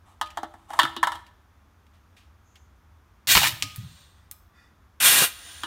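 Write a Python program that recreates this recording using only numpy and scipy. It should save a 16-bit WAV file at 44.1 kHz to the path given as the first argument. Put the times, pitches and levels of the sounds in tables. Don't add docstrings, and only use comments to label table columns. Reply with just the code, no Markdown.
import sys
import numpy as np
from scipy import signal
from scipy.fft import rfft, irfft, next_fast_len
from scipy.io import wavfile

SR = 44100
rng = np.random.default_rng(int(sys.argv[2]) if len(sys.argv) > 2 else 0)


def dump_mix(stems):
    frames = np.atleast_2d(stems).T
    limited = np.clip(frames, -1, 1)
    pcm = np.round(limited * 32767).astype(np.int16)
    wavfile.write(sys.argv[1], SR, pcm)


N = 249606
TIME = np.arange(N) / SR
HIT_TIME = TIME[:SR // 2]


def amp(db):
    return 10 ** (np.asarray(db) / 20)


def unit(x):
    return x / np.sqrt(np.mean(x ** 2) + 1e-20)


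def read(points, hz):
    f, value = np.transpose(points)
    return np.interp(np.log(hz + 1), np.log(f + 1), value)


def swell(rows, rise_s, fade_s):
    total = 0
    for start, length, db in rows:
        rise = np.clip((TIME - start) / rise_s, 0, 1)
        fade = np.exp(-np.maximum(TIME - start - length, 0) / fade_s)
        total = total + amp(db) * rise * fade
    return total


def add(mix, s, sound):
    part = mix[round(s * SR):][:len(sound)]
    part += sound[:len(part)]


def band(x, lo_hz, hi_hz, order=3):
    edges = [lo_hz, min(hi_hz, SR / 2 - 1)]
    return signal.sosfilt(signal.butter(order, edges, "band", fs=SR, output="sos"), x)


def tint(x, colour):
    size = next_fast_len(N)
    gain = amp(read(colour, np.fft.rfftfreq(size, 1 / SR)))
    return unit(irfft(rfft(x, size) * gain, size)[:N])


def noise(colour):
    return tint(rng.standard_normal(N), colour)


def resonate(x, hz, width):
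    turn = np.exp(2j * np.pi * np.cumsum(hz * np.ones(N)) / SR)
    r = np.exp(-np.pi * width / SR)
    return 2 * (turn * signal.lfilter([1 - r], [1, -r], x / turn)).real


def ring(modes):
    total = 0
    for k, (hz, db, t60) in enumerate(modes):
        decay = amp(db - 60 * HIT_TIME / t60)
        total = total + (-1) ** k * decay * np.sin(2 * np.pi * hz * HIT_TIME)
    return total


def grains(per_s, spread_db):
    size = amp(abs(spread_db) * np.minimum(rng.exponential(1, N), 4))
    sign = rng.choice([-1, 1], N)
    return unit(size * sign * (rng.random(N) < per_s / SR))


# [f/Hz, level/dB]
BACKGROUND_COLOUR = [(120, -30), (200, 3.5), (482, -7), (1210, -1.5), (1870, -9.5), (2250, -12),
                     (3020, -17), (3430, -14.5), (4040, -20), (6520, -20), (7680, -26.5), (15100, -24.5),
                     (16000, -36.5)]
# [f/Hz, level/dB]
RUMBLE_COLOUR = [(13, -62.5), (22, -23.5), (76, 4.5), (97, -1.5), (105, -8.5), (108, -12.5), (145, -15),
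                 (194, -16), (220, -29.5), (290, -45), (480, -120)]
BACKGROUND_DB, RUMBLE_DB = -64.5, -57.5


def background():
    return amp(BACKGROUND_DB) * noise(BACKGROUND_COLOUR) + amp(RUMBLE_DB) * noise(RUMBLE_COLOUR)


# [f/Hz, t/s]
ROOM_DECAY = [(200, 0.62), (1000, .52), (4000, 0.64), (9000, 0.31), (16000, 0.5)]


def workshop(x):
    taps = rng.choice([-1., 1.], SR) * (rng.random(SR) < 3000 / SR)
    taps = taps * (TIME[:SR] > .004)
    hz, t, z = signal.stft(taps, SR, nperseg=256)
    fading = z * amp(-60 * t / read(ROOM_DECAY, hz)[:, None])
    tail = signal.istft(fading, SR, nperseg=256)[1]
    return signal.fftconvolve(x, tail / np.linalg.norm(tail))[:N]


# [delay t/s, level/dB before echo_db]
NEAR_ECHOES = [(.0011, -17), (.0023, -14.5), (.0037, -16), (.0052, -13), (.0071, -13), (.0094, -14.5),
               (.0128, -13)]


def nearby(x, echo_db):
    taps = np.zeros(SR // 20)
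    taps[0] = 1
    for k, (s, db) in enumerate(NEAR_ECHOES):
        taps[round(s * SR)] += (-1) ** k * amp(db + echo_db)
    return signal.oaconvolve(x, taps / np.linalg.norm(taps))[:N]


# [t/s, level/dB, f/Hz]
BENCH_THUDS = [(.832, -40, 140), (1.03, -47, 160), (3.352, -25.5, 61), (3.356, -26.5, 175),
               (3.36, -36, 420), (3.525, -36.5, 113), (3.632, -36, 99), (3.635, -44, 280), (3.78, -29, 116),
               (3.824, -38, 89)]


def frame(thud_s, shudder_db, shudder_s):
    out, t = np.zeros(N), HIT_TIME
    for s, db, hz in BENCH_THUDS:
        thud = t / thud_s * np.exp(1 - t / thud_s) * np.sin(2 * np.pi * hz * t)
        shake = unit(band(rng.standard_normal(len(t)), 84, 170))
        shudder = amp(shudder_db) * np.exp(-t / shudder_s) * shake
        add(out, s, amp(db) * (thud + shudder))
    return out


# [start t/s, length t/s, level/dB]
HISS_TIMES = [(2.43, .2, -72.5)]
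# [start t/s, length t/s, level/dB]
SINGING_TIMES = [(4.12, .1, -67), (4.52, .12, -60)]
# [f/Hz, width f/Hz, level/dB]
SINGING_MODES = [(1380, 45, -2), (1760, 30, 0), (1920, 40, -3), (2460, 60, -10), (3530, 50, -9),
                 (4680, 300, -9)]


def lever(hiss_hz):
    seep = rng.standard_normal(N)
    singing = 0
    for hz, width, db in SINGING_MODES:
        singing = singing + amp(db) * unit(band(seep, hz - width / 2, hz + width / 2, order=1))
    hiss = unit(band(seep, hiss_hz / 1.06, hiss_hz * 1.06, order=2))
    sung = swell(SINGING_TIMES, rise_s=.06, fade_s=.06) * unit(singing)
    return sung + swell(HISS_TIMES, rise_s=.04, fade_s=.05) * hiss


# [t/s, level/dB, length t/s]
LIGHT_TOUCHES = [(0.26, -45, .006), (0.272, -45, .005), (0.304, -44, .009), (1.265, -53, 0.013),
                 (1.866, -60.5, 0.0053), (1.935, -67, .05), (2.166, -56, 0.05), (2.556, -51, .012)]
TOUCH_HZ = 3300


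def touches():
    out, t = np.zeros(N), HIT_TIME
    for s, db, length in LIGHT_TOUCHES:
        rustle = unit(band(rng.standard_normal(len(t)), TOUCH_HZ / 1.6, TOUCH_HZ * 1.1, order=1))
        add(out, s, amp(db) * rustle * np.exp(-t / length))
    return out


# [t/s, level/dB, brightness f/Hz, length t/s, steel ring level/dB]
METAL_TICKS = [(3.272, -23.5, 5000, 0.0017, -39), (3.474, -19, 7940, 0.00078, -23),
               (3.624, -10.5, 4170, 0.00055, -25), (3.7608, -25.5, 14000, 0.00047, -43),
               (4.3128, -24.5, 13130, 0.00065, -33), (5.0036, -26, 4940, 0.0012, -32.5)]
# [f/Hz, level/dB, time to fall 60 dB t/s]
CHUTE_END_MODES = [(621, -24, 0.5), (1243, -2.5, 0.43), (2420, -4, .15), (4000, -8, 0.27), (5227, -10, .25)]


def ticks(tail_db, tail_s, body_db):
    out, t = np.zeros(N), HIT_TIME
    chute = ring(CHUTE_END_MODES)
    for s, db, hz, length, steel_db in METAL_TICKS:
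        slip = rng.standard_normal(len(t))
        bright = unit(band(slip, hz / 1.5, hz * 1.4, order=1))
        crack = bright + amp(body_db) * unit(band(slip, 1200, 6000, order=2))
        first = np.exp(-t / length) / np.std(crack[:SR // 1000])
        shimmer = amp(tail_db) * np.exp(-t / tail_s)
        add(out, s, amp(db) * (crack * (first + shimmer) + amp(steel_db) * chute))
    return out


def ram(start, slide_db, stop_s, bump_db, bump_s, ring_db):
    slide = swell([(start, stop_s - start, slide_db)], rise_s=.13, fade_s=.015)
    bump = swell([(stop_s, bump_s, bump_db)], rise_s=.004, fade_s=.016)
    out = (slide + bump) * unit(band(grains(per_s=3000, spread_db=4), 156, 1170, order=2))
    add(out, stop_s, amp(ring_db) * ring(CHUTE_END_MODES))
    return out


# [start t/s, length t/s, level/dB, whistle level/dB against the hiss, whistle f/Hz, whistle width f/Hz,
#  hollow f/Hz, hollow level/dB against the hiss]
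BLEEDS = [(3.66, .35, -58.5, -8, 8550, 530, 3850, -3), (5.25, .41, -48.3, -3.5, 9320, 430, 3340, -20),
          (5.41, .13, -49.5, -12, 9320, 430, 3340, -5)]
# [f/Hz, level/dB]
BLEED_HISS_COLOUR = [(150, -9), (480, -6), (1000, -2.5), (1500, 4.5), (2300, -0.5), (3400, 5.5), (5000, -3),
                     (7200, 0.5), (8200, -9.5), (9200, -1), (10400, -21), (14500, -7), (15900, -15),
                     (17000, -40)]


def bleed(start, length, db, whistle_db, pitch_hz, width_hz, hollow_hz, hollow_db):
    jet = rng.standard_normal(N)
    narrow = resonate(resonate(jet, pitch_hz, width_hz), pitch_hz, width_hz)
    whistle = amp(whistle_db) * unit(narrow)
    hollow = amp(hollow_db) * unit(band(jet, hollow_hz / 1.13, hollow_hz * 1.13, order=2))
    level = swell([(start, length, db)], rise_s=.06, fade_s=.11)
    return level * (noise(BLEED_HISS_COLOUR) + whistle + hollow)


CRACK_OPEN_S, CRACK_OPEN_DB, SURGE_DB = .006, -24, -12
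SETTLE_S, CHOKE_S, EMPTY_S = .055, .0205, .16


def flow(start, open_s, travel_s, run_db, leftover_db):
    t = TIME - start
    opening_db = np.interp(t, [0, open_s], [CRACK_OPEN_DB - SURGE_DB, 0])
    pressure_db = run_db + (SURGE_DB - run_db) * np.exp(-np.maximum(t - open_s, 0) / SETTLE_S)
    moving = amp(opening_db + pressure_db) * swell([(start, travel_s, 0)], CRACK_OPEN_S, CHOKE_S)
    leftover = swell([(start, travel_s, leftover_db)], CRACK_OPEN_S, EMPTY_S)
    return np.hypot(moving, leftover)


# [valve opens t/s, opening takes t/s, travel t/s,
#  running level/dB, leftover air level/dB, valve resonance level/dB]
PUSH_STROKE = (3.271, .047, .208, -25.3, -41, -13.5)
PULL_STROKE = (5.0, .06, .241, -17.5, -52, -4.5)
# [f/Hz, level/dB]
PUSH_AIR_COLOUR = [(59, -38.5), (100, -6.5), (202, -19.5), (302, -19), (461, -22), (854, -16.5),
                   (1360, -13), (1520, -8), (2580, -4), (4200, -2.5), (4870, -10.5), (7140, -7),
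                   (10200, -13), (14400, -9), (16000, -12)]
PULL_AIR_COLOUR = [(59, -51), (100, -13), (322, -23), (415, -11), (492, -15.5), (1080, -8), (1450, -2.5),
                   (2220, -4.5), (2750, -2), (2990, -3), (3620, -2.5), (4980, -8), (9410, -5),
                   (15000, -6.5), (16000, -22.5)]
# [f/Hz, width f/Hz, level/dB]
VALVE_PORTS = [(1525, 40, -2.5), (1635, 60, -5), (2450, 140, -7), (2813, 35, 0), (3270, 50, 4.5),
               (3635, 23, -0.5), (8700, 300, 5), (9450, 300, -3)]


def exhaust(stroke, colour, flutter):
    *motion, port_db = stroke
    jet = noise(colour)
    ports = 0
    for hz, width, db in VALVE_PORTS:
        ports = ports + amp(db) * signal.lfilter(*signal.iirpeak(hz, hz / width, SR), jet)
    gusts = unit(band(rng.standard_normal(N), 20, 300, order=1))
    return flow(*motion) * unit(jet + amp(port_db) * ports) * np.exp(flutter * gusts)


# [f/Hz, level/dB, time to fall 60 dB t/s]
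CAN_MODES = [(329.4, -7, 0.48), (609, -10.5, 0.57), (830, -10, 0.14), (938, 4, .1), (1010, -7, .055),
             (1185, -9, .1), (1320, -8.5, 0.19), (1504, -0.5, .06), (1504, -7.5, .05), (1726, 3.5, .07),
             (1846, -12.5, .14), (2060, -6, .14), (2700, -12.5, 0.13), (2906, -4, .12), (2980, -6, .1),
             (3590, -8, 0.19), (3747, -9.5, .13), (3980, -11, 0.35), (8300, -11.5, .06), (11756, -26, .04)]


def crackle(level, colour, per_s, spread_db, ring_db):
    clicks = grains(per_s, spread_db)
    ringing = unit(band(signal.oaconvolve(clicks, ring(CAN_MODES))[:N], 810, 12000))
    return level * unit(tint(clicks, colour) + amp(ring_db) * ringing)


# [start t/s, length t/s, level/dB]
SLIDES = [(.045, .06, -57), (.28, .38, -64), (.68, .19, -42), (1.04, .11, -46)]
# [f/Hz, level/dB]
SLIDING_COLOUR = [(120, -50), (200, -23.5), (322, -15), (491, -25), (791, -3.5), (1250, -4), (1420, -15.5),
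                  (1620, -18.5), (2510, -23.5), (3130, -19), (4950, -31.5), (8420, -23.5), (16000, -40)]


def scrapes():
    level = swell(SLIDES, rise_s=.04, fade_s=.045)
    return crackle(level, SLIDING_COLOUR, per_s=2600, spread_db=3, ring_db=-13)


# [start t/s, length t/s, level/dB]
WALL_COLLAPSES = [(3.349, .03, -13.3), (3.428, .048, -21)]
# [f/Hz, level/dB]
CRUMPLING_COLOUR = [(59, -38), (100, -6.5), (502, -23), (1010, -7), (1310, -8), (2470, 4), (2690, -7),
                    (2860, -8.5), (4870, -4.5), (5650, -4.5), (7770, -17.5), (13500, -8.5), (16000, -24)]


def collapses():
    level = swell(WALL_COLLAPSES, rise_s=.005, fade_s=.012)
    return crackle(level, CRUMPLING_COLOUR, per_s=1900, spread_db=6.5, ring_db=-12)


# [f/Hz, level/dB, time to fall 60 dB t/s]
STEEL_MODES = [(608, -17.5, 0.91), (900, -18, 0.47), (1239, 6, 0.29), (1620, -16, 0.19), (2610, -19.5, .2),
               (3198, -10.5, 0.24), (4043, -14, 0.26)]
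# [from t/s, to t/s]
CAN_IN_CHUTE = (.3, 5.3)
BARE_STEEL_DB, DAMPED_STEEL_DB = -11, -30
HELD_UNTIL_S, HAND_DAMPING_DB = .75, -6


def blows(rows, wall_hz, tick_db, chatter_s, free_db, dent_db, dent_s, rim_db, rim_s, sheet_db, dense_s,
          tick_s, trim_db):
    out, t = np.zeros(N), HIT_TIME
    can, steel = ring(CAN_MODES), ring(STEEL_MODES)
    for s, db, hz, edge_db, boom_db in rows:
        in_chute = CAN_IN_CHUTE[0] < s < CAN_IN_CHUTE[1]
        steel_db = DAMPED_STEEL_DB if in_chute else BARE_STEEL_DB
        rattle, sheet = rng.standard_normal((2, len(t)))
        chatter = rattle * np.exp(-t / chatter_s)
        shimmer = amp(sheet_db) * sheet * np.exp(-t / dense_s)
        body = amp(free_db + HAND_DAMPING_DB * (s < HELD_UNTIL_S)) * can + chatter + shimmer

        swing = np.sin(2 * np.pi * hz * t) + 0.17 * np.sin(2 * np.pi * 1.65 * hz * t)
        dent = band(amp(dent_db) * np.exp(-t / dent_s) * swing, 720, 2600, order=3)
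        rim = amp(rim_db + edge_db) * np.exp(-t / rim_s) * np.sin(2 * np.pi * wall_hz * t)

        clunk = band(band(body, 670, 1950, order=4), hz / np.sqrt(2), hz * np.sqrt(2), order=1)
        boom = band(body, 230, 380, order=2)
        wall = band(band(body, 2700, 5000, order=3), wall_hz / 1.12, wall_hz * 1.115, order=1)
        sharp = rattle * np.exp(-t / tick_s) + .3 * chatter + 0.35 * shimmer
        tick = band(band(sharp, 4200, 9500, order=1), 4800, 19000)
        hard_tick_db = tick_db + .4 * edge_db

        sound = 0
        for level, part in [(0, clunk), (boom_db, boom), (edge_db, wall), (hard_tick_db, tick)]:
            sound = sound + amp(level) * part / np.std(part[:SR // 100])
        add(out, s, amp(db + trim_db) * (sound + dent + rim + amp(steel_db) * steel))
    return out


HARD_DROP_DB = -11
REBOUND_S, REBOUND_DB, REBOUND_DB_PER_DB = .0062, 7.5, 2.7
REBOUND_PITCH, REBOUND_EDGE_DB = 1.62, 9


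def rebounds(rows):
    return [(s + REBOUND_S, REBOUND_DB + REBOUND_DB_PER_DB * db, hz * REBOUND_PITCH,
             edge_db + REBOUND_EDGE_DB, boom_db)
            for s, db, hz, edge_db, boom_db in rows if db > HARD_DROP_DB]


# [t/s, level/dB before the trim, clunk f/Hz,
#  edge level/dB (how much the hard rim takes the blow), hollow boom level/dB]
CAN_KNOCKS = [(.2129, -14.8, 900, -8, -27), (.3727, -18.5, 780, -14.5, -24), (.4318, -23, 750, -18, -8),
              (.5395, -36, 762, -22, -11), (.7045, -28, 770, -16, -18), (.7345, -23.5, 770, -16, -23),
              (.7902, -6.7, 1080, -10, -33), (.817, -20, 1810, -4, -25), (.832, -19, 1400, 2, -7),
              (.8515, -17, 1300, -20, -25), (.9648, -27, 1150, 2, -4), (1.0297, -8.3, 1050, -19, -31),
              (1.0713, -13, 1020, -14, -38), (1.1195, -22, 1080, -11, -30), (1.1545, -29, 980, -10, -16),
              (5.6345, -22.5, 1400, -2.5, -11)]


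def knocks():
    return blows(CAN_KNOCKS + rebounds(CAN_KNOCKS), wall_hz=3250, tick_db=-9.5, chatter_s=.01,
                 free_db=-13.5, dent_db=13.5, dent_s=0.0027, rim_db=5, rim_s=0.006,
                 sheet_db=-15, dense_s=0.02, tick_s=.001, trim_db=-10)


# [t/s, level/dB before the trim, clunk f/Hz]
FOLD_SNAPS = [(3.351, -9.7, 900), (3.37, -10.7, 960), (3.375, -12, 2080), (3.416, -20, 800),
              (3.432, -15, 800), (3.442, -20, 1940), (3.457, -18, 1780), (3.466, -22, 1710),
              (3.523, -32, 2190)]
SNAP_EDGE_DB, SNAP_BOOM_DB = 1.5, -24


def folds():
    rows = [(s, db, hz, SNAP_EDGE_DB, SNAP_BOOM_DB) for s, db, hz in FOLD_SNAPS]
    return blows(rows, wall_hz=2900, tick_db=-7, chatter_s=.002, free_db=-25, dent_db=8, dent_s=.003,
                 rim_db=-2.5, rim_s=.003, sheet_db=-13.5, dense_s=.008, tick_s=.0006, trim_db=-10)


def scene():
    can = knocks() + touches() + scrapes()
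    crush = folds() + collapses()
    settling = ticks(tail_db=-13, tail_s=0.01, body_db=-14)
    air = exhaust(PUSH_STROKE, PUSH_AIR_COLOUR, flutter=.08)
    air += exhaust(PULL_STROKE, PULL_AIR_COLOUR, flutter=0.077)
    air += sum(bleed(*row) for row in BLEEDS) + lever(hiss_hz=6600)
    air = nearby(air, echo_db=0)
    ram_back = ram(PULL_STROKE[0], slide_db=-37, stop_s=5.215, bump_db=-27, bump_s=.009, ring_db=-40)
    metal = nearby(can + crush, echo_db=-6.5) + settling + ram_back
    room = workshop(amp(-17) * (can + crush) + amp(-12.5) * settling + amp(-20) * air)
    bench = frame(thud_s=.01, shudder_db=-11, shudder_s=.09)
    return (metal + air + bench + room + background())[None]


def record(dry):
    ceiling, edge_hz = .72, 15900
    rounded = dry / (1 + (dry / ceiling) ** 6) ** (1 / 6)
    lowpass = signal.firwin(511, edge_hz, window=("kaiser", 9), fs=SR)
    return signal.oaconvolve(rounded, lowpass[None], "same")


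dry = scene()
out = record(dry)
dump_mix(out)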